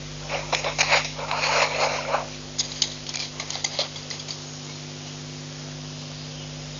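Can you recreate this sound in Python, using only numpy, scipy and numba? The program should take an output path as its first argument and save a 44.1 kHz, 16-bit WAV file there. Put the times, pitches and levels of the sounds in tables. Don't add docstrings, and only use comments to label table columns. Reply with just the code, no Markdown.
import sys
import numpy as np
from scipy import signal
from scipy.fft import rfft, irfft, next_fast_len
from scipy.io import wavfile
from scipy.ndimage import uniform_filter1d
from numba import njit

SR = 44100
rng = np.random.default_rng(int(sys.argv[2]) if len(sys.argv) > 2 else 0)


def unload_wav(signal):
    wavfile.write(
        sys.argv[1],
        SR,
        np.round(np.clip(np.atleast_2d(signal).T, -1, 1) * 32767).astype(np.int16),
    )


def gain_from_db(level_db):
    decades = np.asarray(level_db, float) / 20
    return 10 ** decades


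N = 299439
T = np.arange(N) / SR
MAINS_HZ, CLOCK_HZ = 49.942, 50.0


def unit(x):
    return x / np.sqrt(np.mean(x ** 2))


@njit
def svf(x, hz, width):
    y, band, low = np.empty(len(x)), 0., 0.
    for i in range(len(x)):
        g, k = np.tan(np.pi * hz[i] / SR), width / hz[i]
        v = (band + g * (x[i] - low)) / (1 + g * (g + k))
        band = 2 * v - band
        low += 2 * g * v
        y[i] = k * v
    return y


def steep_band(x, centre, width):
    return svf(svf(x, centre, width), centre, width)


def walk(rate):
    steps = np.repeat(rng.standard_normal(int(N * rate / SR) + 2), 8)
    steps = uniform_filter1d(uniform_filter1d(steps, size=8), size=8)
    return np.interp(T * rate * 8, np.arange(len(steps)), unit(steps))


def froth(crackle_db, patchy_db):
    grains = np.minimum(rng.exponential(size=N), 6)
    return unit(rng.standard_normal(N) * gain_from_db(crackle_db * grains + patchy_db * walk(90)))


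def resonate(x, modes, wander, blotch_db, lowest_db, tilt_db):
    bands, power = np.zeros((2, 4, N))
    for k, (hz, width, db) in enumerate(modes):
        centre = hz * (1 + wander * walk(9))
        group = np.searchsorted([1500, 1950, 3050], hz)
        level = db + blotch_db * walk(22) + (k == 0) * lowest_db
        level = level + (group == 3) * tilt_db * np.log2(hz / 4800)
        gain = (-1) ** k * gain_from_db(level)
        bands[group] += gain * steep_band(x, centre, 1.5 * width)
        power[group] += gain ** 2 * width
    return np.array([unit(b) for b in bands / np.sqrt(power)])


def tint(db, colour_db, colours):
    usual_db = -28
    return np.array([[gain_from_db(db + base_db + share * colour_db + loud * (db - usual_db))]
                     for base_db, share, loud in colours])


def swells(events, colours):
    power = np.zeros((4, N))
    for s, db, rise, fall, colour_db in events:
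        span = slice(max(int((s - 3 * rise) * SR), 0), int((s + 3 * fall) * SR))
        away = np.maximum((s - T[span]) / max(rise, .003), (T[span] - s) / max(fall, .003))
        shape = gain_from_db(-20 * away ** 1.39)
        power[:, span] += (tint(db, colour_db, colours) * shape) ** 2
    return power


def bursts(events, colours):
    power = np.zeros((4, N))
    for s, db, colour_db, held, t60 in events:
        i = int(s * SR)
        t = T[:min(SR // 4, N - i)]
        shape = np.minimum(t * 600, 1) * gain_from_db(-60 * np.maximum(t - held, 0) / max(t60, .003))
        power[:, i:i + len(t)] += (tint(db, colour_db, colours) * shape) ** 2
    return power


def bubbles(low_hz, high_hz, cycles, glide, count):
    out = np.zeros(N + SR)
    for when, pitch, size in rng.random((count, 3)):
        hz = low_hz * (high_hz / low_hz) ** pitch
        turns = np.arange(int(3 * cycles * SR / hz)) * hz / SR
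        ring = np.sin(2 * np.pi * turns * (1 + glide * turns / cycles))
        ring *= np.minimum(turns / 2, 1) * np.exp(-turns / cycles * 2)
        out[int(when * N):][:len(ring)] += ring * -np.log(1 - size)
    return unit(out[:N])


# multiple of the mains pitch, level in dB.
MAINS_OVERTONES = [(1, -49.3), (3, -41.5), (5, -46.3), (7, -54), (9, -59), (11, -60), (13, -64)]
# multiple of the clock pitch, level in dB,
# moment in seconds when it opposes the mains.
CLOCK_OVERTONES = [(1, -49.8, 4.62), (2, -53.3, 0), (3, -53.4, 3.2), (5, -61, 3.8), (7, -64, 3.9)]


def hum():
    def mains_phase(k, t):
        return k * (2 * np.pi * MAINS_HZ * t - .93) + 5.2

    out = np.zeros(N)
    for k, db in MAINS_OVERTONES:
        out += gain_from_db(db) * np.cos(mains_phase(k, T))
    for k, db, s in CLOCK_OVERTONES:
        out -= gain_from_db(db) * np.cos(mains_phase(k, s) + 2 * np.pi * k * CLOCK_HZ * (T - s))
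    return np.sqrt(2) * out * gain_from_db(.5 * walk(7.3))


# centre in Hz, width in Hz, level in dB.
TICK_BANDS = [(1070, 2700, -53.5), (3000, 1000, -53.5), (5500, 3000, -51.5)]


def ticks():
    spikes = np.zeros(N)
    at = np.arange(280, N, int(SR / CLOCK_HZ / 2))
    spikes[at] = gain_from_db(2.5 * rng.standard_normal(len(at)))
    return sum(gain_from_db(db) * unit(steep_band(spikes, hz + 0 * T, 1. * width)) for hz, width, db in TICK_BANDS)


# frequency in Hz, level in dB per Hz.
HISS_COLOUR = [(18, -32.5), (28, -17), (65, -10), (120, -11), (200, -14), (300, -10), (400, -11),
               (552, -8.5), (900, -15), (1570, -18), (2500, -15), (5180, -12.5), (6730, -14.5), (7600, -30)]


def night():
    hz, db = np.transpose(HISS_COLOUR)
    n = next_fast_len(N)
    f = np.maximum(np.arange(n // 2 + 1) * SR / n, 1)
    noise = rfft(froth(1.0, 0.2), n) * gain_from_db(np.interp(np.log(f), np.log(hz), db))
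    band = np.floor(2 * np.log2(f / 20))
    air = sum(irfft(noise * (band == k), n)[:N] * gain_from_db(.9 * walk(7)) for k in range(18))
    insect = np.sin(2 * np.pi * 5052 * T + .6 * walk(12))
    insect *= gain_from_db(1.8 * walk(9) + np.interp(T, [0, 4.5, 5.8], [-58, -56, -52.5]))
    return unit(air) * gain_from_db(-40.5) + insect


# pitch in Hz, width in Hz, level in dB.
TRUNK_MODES = [(565, 125, 2), (895, 230, -3), (1270, 370, -7.5), (1700, 550, 0), (2297, 470, 3.5),
               (2774, 820, -4.5), (3300, 990, -8.5), (4070, 500, -1.5), (5025, 400, -4.5), (5720, 370, -4),
               (6580, 440, -4)]
# time in seconds, dB on its lowest resonance.
TRUNK_FILL = [(.25, 3), (.36, 5), (.55, 1), (.7, 3), (.8, 0), (.93, -5), (1.0, -9), (1.2, 1), (1.38, -7.5),
              (1.58, 0), (1.78, 1), (1.95, 1.5), (2.14, 4)]
# time in seconds, tilt of the top resonances in dB per octave,
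# their level in dB.
TIP_PINCH = [(.33, -10, -2.5), (.5, -3, -1), (.55, -3, 0), (.6, 4, 0), (.67, -16, -.5), (.8, 10, 0),
             (.93, -8, -2), (1.07, 0, 0), (1.22, -10, -1), (1.45, -2, -1.5), (1.62, -6, -.5), (1.8, -3, 0),
             (2.15, 1, -1.5)]
# peak in seconds, level in dB, rise in seconds, fall in seconds
# (both span 20 dB), brightness in dB.
PULLS = [(.244, -36.5, 0.045, .06, -9), (.335, -27.5, 0.06, 0.15, -.5), (.495, -39, 0.044, 0.087, -0.5),
         (.57, -34.5, 0.06, 0.11, 5.5), (.675, -25.5, 0.06, 0.068, 1), (.73, -42, .03, 0.13, 6),
         (.845, -33, 0.048, 0.097, 7), (.935, -18.5, 0.057, 0.061, 3.5), (.972, -24, 0.092, 0.061, 7.5),
         (1.055, -47.5, 0.059, 0.17, 13), (1.215, -29, 0.064, 0.12, -7), (1.345, -27.5, 0.12, 0.22, -2),
         (1.445, -30, .1, 0.13, 8), (1.52, -24.5, 0.065, 0.24, -0.5), (1.63, -23, 0.25, 0.079, 2.5),
         (1.72, -35.5, .1, 0.23, 3.5), (1.82, -24.5, 0.21, .22, -1.5), (1.95, -30, 0.15, 0.25, 0),
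         (2.148, -22, 0.11, 0.11, -7), (2.26, -40, 0.09, 0.11, -14), (2.33, -53, 0.045, .08, 12.5)]
# start in
# seconds, level in dB, brightness in dB, hold in seconds, time to fall 60 dB in seconds.
TRUNK_GULPS = [(.295, -44, 7.5, 0.0098, .06), (.5245, -25, -4.5, .013, 0.08),
               (.5475, -31, 15.5, 0.0026, 0.017), (.592, -52, 1, .012, .2), (.643, -29, -2, .004, .04),
               (.785, -28, 4.5, 0.022, 0.017), (.8045, -27.5, 9.5, 0.013, 0.024),
               (.828, -27, 3, 0.0018, .08), (1.0455, -38, 8, .0018, 0.095), (1.187, -38, -6, .02, 0.18),
               (1.3125, -29.5, 1, 0.0042, .02), (1.467, -22.5, -2, 0.0029, .03),
               (1.6185, -27, 2, 0.011, .015), (1.8, -28, -2.5, .011, 0.4), (2.276, -48, 4, .002, .2),
               (.392, -36, -4, .012, .04), (.895, -32, 2, .01, .05), (.923, -28, 2, .01, .04),
               (.955, -31, 10, .02, .06), (.69, -30, -3, .012, .03), (1.281, -32, -8, .012, .05),
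               (1.433, -35, 8, .012, .06), (1.535, -31, -3, .01, .05), (1.563, -27, -8, .022, .05),
               (1.842, -31, -10, .02, .06), (1.915, -33, -4, .01, .05), (3.805, -35, -20, .035, .05)]
# dB when neutral,
# dB gained per dB of brightness, extra dB per dB of level.
PULL_COLOUR = [(-0.5, 0, 0), (-17, 1.03, .5), (-4, 1, -0.03), (-6.5, 1.22, -0.15)]
TRUNK_GULP_COLOUR = [(1.5, 0, 0.021), (-16, 1.2, .1), (-.5, 0.89, .05), (0, 0.74, .05)]


def slurp():
    foam = froth(1.6, 1.1)
    when, tilt_db, top_db = np.transpose(TIP_PINCH)
    fill_db = np.interp(T, *np.transpose(TRUNK_FILL))
    bands = resonate(foam, TRUNK_MODES, .022, 2.2, fill_db, np.interp(T, when, tilt_db))
    bands[3] *= gain_from_db(np.interp(T, when, top_db))
    bands[0] = unit(bands[0] + 0.5 * bubbles(520, 1400, 13, 0.017, count=600))
    bands[2] = unit(bands[2] + .3 * bubbles(2100, 2800, 16, 0.013, count=900))
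    power = swells(PULLS, PULL_COLOUR) + bursts(TRUNK_GULPS, TRUNK_GULP_COLOUR)
    return np.sum(bands * np.sqrt(power), axis=0)


# start in seconds, peak in dB, ring in Hz.
SNAP_DROPS = [(0.5484, -4, 3570), (0.6443, -13, 2450), (0.8088, -3.5, 2610), (0.813, -8, 4500),
              (1.047, -9.5, 4500), (1.314, -11, 2500), (2.279, -23, 6300), (2.5854, -7.5, 6000),
              (2.8205, -6.5, 5000), (3.067, -21, 3000), (3.14, -12, 4600), (3.1562, -6, 5000),
              (3.194, -12, 4480), (3.505, -14, 3800), (3.6525, -9, 4800), (3.525, -24, 3500),
              (1.618, -9, 2300)]
# start in seconds, peak in dB, ring in Hz, width in Hz.
POCKET_DROPS = [(.533, -10, 720, 160), (.788, -16.5, 720, 120), (2.9, -27, 3900, 200),
                (2.65, -27, 4800, 200), (3.555, -25, 770, 130), (3.092, -17, 5250, 300),
                (3.093, -23, 6550, 300), (3.146, -25, 2460, 150), (3.171, -21, 2340, 150),
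                (3.201, -24, 2400, 110), (3.224, -28, 2350, 70), (3.398, -24, 2170, 110),
                (3.644, -24, 784, 90), (3.645, -18.5, 2050, 80), (3.649, -14.5, 4610, 150),
                (3.79, -17, 574, 83), (3.959, -28, 3340, 80), (4.03, -26, 4800, 400),
                (4.103, -22, 5750, 250), (4.109, -24, 4700, 120), (4.113, -27, 4100, 120),
                (4.11, -28, 2000, 110), (3.968, -33, 4680, 30), (4.197, -30.5, 3300, 90),
                (4.305, -21, 4600, 100), (5.079, -46, 4650, 50), (3.646, -12, 6750, 250),
                (3.646, -17, 3280, 230), (3.7885, -12, 4200, 250), (3.806, -17, 4800, 300),
                (2.6, -20, 4200, 150), (2.602, -24, 3400, 150), (2.596, -12.5, 5100, 220),
                (.527, -15, 1004, 120), (3.504, -16, 6600, 250), (3.553, -22, 4650, 120),
                (1.313, -17, 4000, 300), (1.313, -16, 1070, 250), (.345, -23, 720, 50),
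                (.663, -20, 1050, 80), (1.328, -21, 1020, 50), (1.8, -21, 560, 50), (1.805, -24, 1000, 90),
                (2.14, -22, 620, 40), (3.157, -18, 6500, 300), (3.4, -28, 6600, 200), (4.29, -37, 2000, 90),
                (2.718, -25, 4000, 200)]


def drops():
    out, t = np.zeros(N), T[:SR // 30]
    falls = [(s, db, hz, hz / 3.2) for s, db, hz in SNAP_DROPS] + POCKET_DROPS
    for (s, db, hz, width), noise in zip(falls, rng.standard_normal((len(falls), len(t) + 3))):
        crack = (noise[3:] - noise[:-3]) * np.exp(-t / 0.00046) * width / 6000
        ring = np.sin(2 * np.pi * hz * t) * np.exp(-np.pi * max(width, 30) * t)
        ring *= np.minimum(t * width * 3.5, 1)
        rough = 1 + .2 * unit(uniform_filter1d(noise[3:], size=90))
        drop = ring * rough + crack
        out[int(s * SR):][:len(t)] += gain_from_db(db) * drop / np.abs(drop).max()
    return out


# pitch in Hz, width in Hz, level in dB.
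POOL_MODES = [(700, 500, -1.5), (1170, 300, -4), (1940, 660, 0), (2186, 270, -5.5), (2570, 440, -12.5),
              (3283, 370, 0), (4030, 550, 3), (4810, 350, 5), (5260, 360, 1), (5710, 380, -6),
              (6494, 590, 3.5)]
# time in seconds, tilt of the top resonances in dB per octave.
SPRAY_TILT = [(2.585, 15), (2.6, 1), (2.62, 0), (2.8, 0), (3.1, 0.5), (3.5, 0.5), (3.56, -3.5), (3.65, 8),
              (3.8, -10), (4.1, 2.5)]
# start in seconds, level in dB, weight in dB, hold in seconds,
# time to fall 60 dB in seconds.
SLAPS = [(2.585, -23.5, -33, .02, .017), (2.5985, -24, -24, 0.013, 0.028), (2.818, -16, -30.5, .006, 0.034),
         (2.8335, -27, -17.5, 0.0051, 0.12), (3.5525, -25, -10.5, 0.004, .026),
         (3.642, -22, -25, 0.0096, .02), (3.786, -24, -10, 0.018, 0.04), (3.8015, -25.5, -14, 0.0029, 0.22),
         (4.102, -41.5, -6, .01, .015), (4.192, -36, -22, .007, 0.13), (4.6915, -44.5, -1.5, 0.0056, .11)]
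# start in seconds, level in dB, weight in dB, time to fall 60 dB in seconds.
SPRAY_SPITS = [(2.647, -31.5, -25, .05), (2.7165, -30.5, -17, .07), (3.0645, -34, -17, 0.11),
               (3.089, -31.5, -11.5, 0.12), (3.14, -30, -10, 0.068), (3.156, -19, -20, .015),
               (3.1705, -21, -19, .014), (3.198, -29, -18, 0.33), (3.397, -32, -7, 0.16),
               (3.4745, -36, -26, .015), (3.503, -28.5, -16, 0.043), (3.543, -27, -20, .042),
               (3.957, -36, -7.5, 0.15), (4.11, -29, -16, 0.12), (4.284, -36, -8, 0.15),
               (4.3045, -33.5, -22, 0.3), (4.417, -38, -25, 0.044), (5.06, -43, -4.5, 0.3)]
# peak in seconds, level in dB, rise in seconds, fall in seconds
# (both span 20 dB), weight in dB.
DRAINING = [(2.62, -29, .01, 0.079, -13.5), (2.68, -39, .05, 0.24, -12), (2.8, -35, .25, 0.057, -15),
            (2.853, -31, .01, 0.18, -17), (3.19, -32, 0.088, .12, -14), (3.235, -33.5, .05, .08, -16),
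            (3.36, -47.5, .06, 0.15, 1), (3.43, -42.5, .03, 0.17, -3), (3.555, -30.5, .11, 0.11, -10),
            (3.662, -30, .01, 0.062, -11.5), (3.765, -31, .12, 0.055, -10), (3.85, -36, .01, 0.045, -2),
            (3.97, -42, .04, 0.24, -14), (4.13, -35.5, .01, .12, -10), (4.3, -45, .08, 0.11, -11),
            (4.45, -55.5, .12, 0.13, -15)]
# dB when neutral, dB gained per dB of weight, extra dB per dB of level.
DRAINING_COLOUR = [(1, 1.26, .05), (-5, .9, .05), (-2.5, 0.84, .05), (-3, 0, 0.053)]
SLAP_COLOUR = [(0.2, 0.86, .05), (-10, 0.5, 0.034), (-1, 0.6, 0.063), (1, 0.045, 0.0034)]


def splash():
    foam = froth(1.5, 1.8)
    bands = resonate(foam, POOL_MODES, .012, 1.5, 0, np.interp(T, *np.transpose(SPRAY_TILT)))
    bands[3] = unit(bands[3] + .28 * bubbles(3200, 6500, 14, .02, count=1800))
    trickle = gain_from_db(-64) * bubbles(3200, 6600, 45, .015, count=160)
    spits = [(s, db, weight_db, 0.0018, t60) for s, db, weight_db, t60 in SPRAY_SPITS]
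    power = swells(DRAINING, DRAINING_COLOUR) + bursts(SLAPS + spits, SLAP_COLOUR)
    return np.sum(bands * np.sqrt(power), axis=0) + trickle


# middle in seconds, length in seconds, level in dB, pitch in Hz.
FAR_CHIRRS = [(4.7, .08, -48, 2200), (4.72, .12, -52, 3800), (5.17, .08, -58, 6400),
              (6.0, .16, -51.5, 4080), (6.35, .1, -50, 6100), (6.39, .1, -49, 3130),
              (6.44, .1, -48.5, 2920), (6.769, .05, -46, 3760), (4.51, 0.093, -45.5, 6550),
              (4.74, .1, -48, 4250), (4.65, .04, -47, 6750), (5.08, .08, -50, 2900), (3.19, .1, -43, 2350)]


def chirrs():
    out = np.zeros(N)
    for s, length, db, hz in FAR_CHIRRS:
        breath = steep_band(rng.standard_normal(N), hz + 0 * T, 170.)
        out += gain_from_db(db) * unit(breath) * np.exp(-(2 * (T - s) / max(length, .01)) ** 2)
    return out


def scene():
    mono = hum() + ticks() + night() + slurp() + drops() + splash() + chirrs()
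    return np.tile(mono, (2, 1))


def narrow_link(x):
    top_hz, waver_hz, hole_db, spill_db = 7116, 110, -11.0, -25.5
    f, _, s = signal.stft(x, SR, nperseg=2048)
    power = uniform_filter1d(uniform_filter1d(np.abs(s) ** 2, size=3, axis=0), size=4, axis=1)
    hidden = power < uniform_filter1d(power, size=60, axis=0) * gain_from_db(hole_db) ** 2
    hidden &= f[:, None] > 1400
    treble = power[(f > 3000) & (f < 7000)].sum(axis=0)
    attack = treble > 2.5 * np.roll(treble, 2)
    waver = waver_hz * uniform_filter1d(rng.standard_normal(s.shape[1]), size=3)
    over = f[:, None] - top_hz - waver
    spill = gain_from_db(spill_db - 0.0026 * over) * attack
    return signal.istft(s * np.where(over > 0, spill, ~hidden), SR, nperseg=2048)[1][:N]


def top_cut(x):
    return signal.sosfilt(signal.butter(12, 8210, fs=SR, output="sos"), x)


def record(dry):
    link = narrow_link(0.79 * np.tanh(dry[0] / .8))
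    return top_cut(np.tile(link, (2, 1)))


dry = scene()
out = record(dry)
unload_wav(out)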